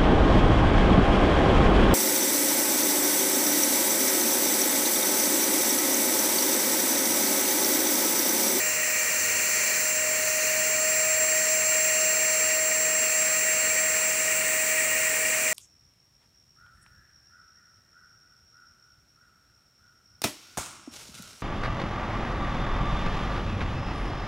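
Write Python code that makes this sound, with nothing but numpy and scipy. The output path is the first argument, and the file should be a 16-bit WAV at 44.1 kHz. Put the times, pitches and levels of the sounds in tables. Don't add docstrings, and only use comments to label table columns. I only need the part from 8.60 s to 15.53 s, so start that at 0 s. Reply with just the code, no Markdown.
import sys
import numpy as np
from scipy import signal
from scipy.fft import rfft, irfft, next_fast_len
from scipy.io import wavfile

SR = 44100
rng = np.random.default_rng(int(sys.argv[2]) if len(sys.argv) > 2 else 0)


def pcm_store(signal):
    levels = np.round(np.clip(np.atleast_2d(signal), -1, 1) * 32767)
    wavfile.write(sys.argv[1], SR, levels.astype(np.int16).T)


N = 305613


def from_db(db):
    return 10 ** (np.asarray(db) / 20)


def unit_rms(x):
    return x / np.sqrt(np.mean(x ** 2) + 1e-20)


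def automation(points):
    return np.interp(np.arange(N) / SR, *np.transpose(points))


def noise(colour):
    size = next_fast_len(N)
    hz = np.maximum(np.arange(size // 2 + 1) * SR / size, 1)
    white = rfft(rng.standard_normal(size))
    return unit_rms(irfft(white * colour(hz), size)[:N])


def drift(rate_hz):
    return noise(lambda hz: 1 / (1 + (hz / rate_hz) ** 2))


def resonance(hz, centre_hz, half_width_hz):
    return 1 / (1 + ((hz - centre_hz) / half_width_hz) ** 2)


def turbulence(eq, modes=()):
    eq_hz, eq_db = np.transpose(eq)

    def colour(hz):
        broad = from_db(np.interp(np.log(hz), np.log(eq_hz), eq_db))
        peak_power = sum((from_db(db) * resonance(hz, f, width)) ** 2 for f, width, db in modes)
        return np.sqrt(broad ** 2 + peak_power)
    return noise(colour)


def tone(cycles, scatter, rate_hz):
    angle = 2 * np.pi * (cycles + rng.random())
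    in_phase = (1 + scatter * drift(rate_hz)) * np.cos(angle)
    quadrature = scatter * drift(rate_hz) * np.sin(angle)
    return unit_rms(in_phase + quadrature)


# t/s, shaft rate/Hz
SHAFT_SPEED = [(0, 620.8), (.9, 621.3), (1.65, 622.8), (2.4, 627.4), (3.05, 627.6), (5.25, 629.6),
               (5.85, 629.3), (6.93, 630.4)]
# t/s, leak/0-1
LEAK = [(0, 0.12), (4.0, 0), (5.6, 0.54), (5.9, 1), (6.93, .86)]


def air_level(free_db, choke_db, leak_db):
    speed = automation(SHAFT_SPEED)
    choke = (speed - speed.min()) / np.ptp(speed)
    return free_db + choke_db * choke + leak_db * automation(LEAK)


# t/s, level/dB
HUM_LEVEL = [(0, -40), (.6, -44), (1.15, -42), (1.5, -35), (2.5, -33), (4.15, -34.5), (4.7, -36.5),
             (6.93, -37)]
# shaft multiple, free-flow level/dB, gain at full choke/dB, gain at full leak/dB
SHAFT_OVERTONES = [(2, -54.5, 6.5, -3.5), (3, -50.5, 3, 1.5), (4, -54, 1, 1), (7, -47, 1.5, -8)]


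def shaft_hum(turns):
    hum = from_db(automation(HUM_LEVEL)) * tone(turns, scatter=0.11, rate_hz=21)
    overtones = sum(from_db(air_level(*levels)) * tone(multiple * turns, scatter=0.49, rate_hz=10)
                    for multiple, *levels in SHAFT_OVERTONES)
    return hum + overtones


# t/s, level/dB
WHISTLE_LEVEL = [(0, -31), (1.15, -32), (1.35, -28), (1.8, -34.5), (2.1, -28), (2.65, -26.5), (5.05, -26.5),
                 (5.9, -32.3), (6.93, -33.5)]


def blade_whistle(turns, blades=12, mains_hz=50):
    throb = np.sin(2 * np.pi * 2 * mains_hz * np.arange(N) / SR)
    whistle_db = automation(WHISTLE_LEVEL) + 0.47 * drift(rate_hz=3.1)
    whistle = from_db(whistle_db) * tone(blades * turns, scatter=0.11, rate_hz=19)
    octave_db = air_level(free_db=-43, choke_db=1.2, leak_db=1.3)
    octave = from_db(octave_db) * tone(2 * blades * turns, scatter=0.3, rate_hz=22)
    return whistle * (1 + 0.053 * throb) + octave * (1 + 0.15 * throb)


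# f/Hz, level/dB
DRONE_PARTIALS = [(49.2, -78), (76.3, -76), (87.0, -61.5), (99.9, -67), (110.3, -65), (149.0, -66.5),
                  (155.1, -71), (161.2, -64.5), (200.2, -61), (233.0, -67.5)]


def drone():
    t = np.arange(N) / SR
    return sum(from_db(db) * tone(hz * t, scatter=0.38, rate_hz=4.2) for hz, db in DRONE_PARTIALS)


# f/Hz, relative level/dB
RUMBLE_EQ = [(25, -33), (60, -25), (85, -13), (150, -13.5), (265, -4), (350, -8.5), (490, -0.5), (600, -2),
             (720, -5), (850, -9.5), (1000, -6.5), (1200, -4.5), (1700, -5), (3000, -26)]
# f/Hz, half-width/Hz, relative level/dB
HOUSING_MODES = [(993, 60, -5.5), (1370, 55, -7.5), (1420, 48, 0), (1535, 100, -2)]


def housing_rumble(flow_db):
    level_db = air_level(free_db=-38, choke_db=-0.71, leak_db=0.66) + flow_db
    return from_db(level_db) * turbulence(RUMBLE_EQ, HOUSING_MODES)


# f/Hz, relative level/dB
ROAR_EQ = [(100, -75), (1100, -52), (1700, -14), (2600, -11.5), (2900, -16.5), (3300, -21.5), (3650, -27.5),
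           (6000, -71)]
# f/Hz, half-width/Hz, relative level/dB
HOSE_MODES = [(1800, 54, -7), (1898, 75, 0.5), (2130, 75, -3.5), (2326, 35, 1), (2380, 50, -4),
              (2500, 57, -4)]


def hose_roar(flow_db):
    level_db = air_level(free_db=-31.5, choke_db=-0.42, leak_db=2.9) + flow_db
    flutter_db = 0.84 * drift(rate_hz=19)
    return from_db(level_db + flutter_db) * turbulence(ROAR_EQ, HOSE_MODES)


# f/Hz, relative level/dB
HISS_EQ = [(200, -70), (3000, -23), (3620, -34), (4100, -10), (4900, -12), (5300, -10.5), (5700, -12),
           (7200, -1.5), (7800, -12), (9400, -9.5), (10700, -14), (11400, -15), (12200, -18), (13700, -22),
           (15500, -26)]
# f/Hz, half-width/Hz, relative level/dB
INTAKE_MODES = [(3725, 35, -13.5), (4133, 116, -7), (4610, 120, -6), (5200, 32, -2.5), (5650, 120, 0),
                (5940, 70, 1), (6187, 81, 4), (6360, 90, -6.5), (6745, 75, 1.5), (6970, 60, -3),
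                (7060, 100, -3)]


def intake_hiss(flow_db):
    level_db = air_level(free_db=-29.5, choke_db=-1.3, leak_db=-3) + flow_db
    waver_db = 0.5 * drift(rate_hz=3)
    return from_db(level_db + waver_db) * turbulence(HISS_EQ, INTAKE_MODES)


# f/Hz, relative level/dB
JET_EQ = [(500, -70), (5500, -22), (7100, -3), (7800, 3.5), (8700, -1.5), (9400, -6), (10500, -18),
          (13500, -17.5)]
# f/Hz, half-width/Hz, relative level/dB
JET_MODES = [(3790, 44, -8), (4960, 45, -7), (7120, 51, 4)]


def leak_jet():
    level_db = air_level(free_db=-37.5, choke_db=-0.6, leak_db=7.3)
    return from_db(level_db) * turbulence(JET_EQ, JET_MODES)


# f/Hz, relative level/dB
SIZZLE_EQ = [(2000, -76), (12500, -41), (13900, -22), (14250, -9), (14600, -2), (15100, -6), (15400, -6),
             (15700, 2), (17000, -19)]


def air_sizzle():
    level_db = air_level(free_db=-33.5, choke_db=-3.5, leak_db=1.7)
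    flicker_db = 0.7 * drift(rate_hz=40)
    return from_db(level_db + flicker_db) * turbulence(SIZZLE_EQ)


def bag_neck(pitch_hz=2768, swell_at_s=3.44, swell_width_s=0.14):
    level_db = air_level(free_db=-40, choke_db=-0.7, leak_db=1.3)
    swell_db = 6 * np.exp(-((np.arange(N) / SR - swell_at_s) / swell_width_s) ** 2)
    waver_db = drift(rate_hz=5.1)
    note = noise(lambda hz: resonance(hz, pitch_hz, half_width_hz=80))
    return from_db(level_db + swell_db + waver_db) * note


# t/s, gain/dB
FLOW_GAIN = [(0, -0.7), (1.1, 1.04), (1.4, -1.5), (1.85, 0), (6.93, 0)]


def scene():
    turns = np.cumsum(automation(SHAFT_SPEED)) / SR
    flow_db = automation(FLOW_GAIN)
    tones = shaft_hum(turns) + blade_whistle(turns) + drone()
    suction = housing_rumble(flow_db) + hose_roar(flow_db) + intake_hiss(flow_db)
    mix = tones + suction + leak_jet() + air_sizzle() + bag_neck()
    return np.array([mix, mix])


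def record(dry, cutoff_hz=15700):
    low_pass = signal.ellip(14, 0.1, 90, cutoff_hz, fs=SR, output="sos")
    return signal.sosfilt(low_pass, dry)


dry = scene()
out = record(dry)
pcm_store(out)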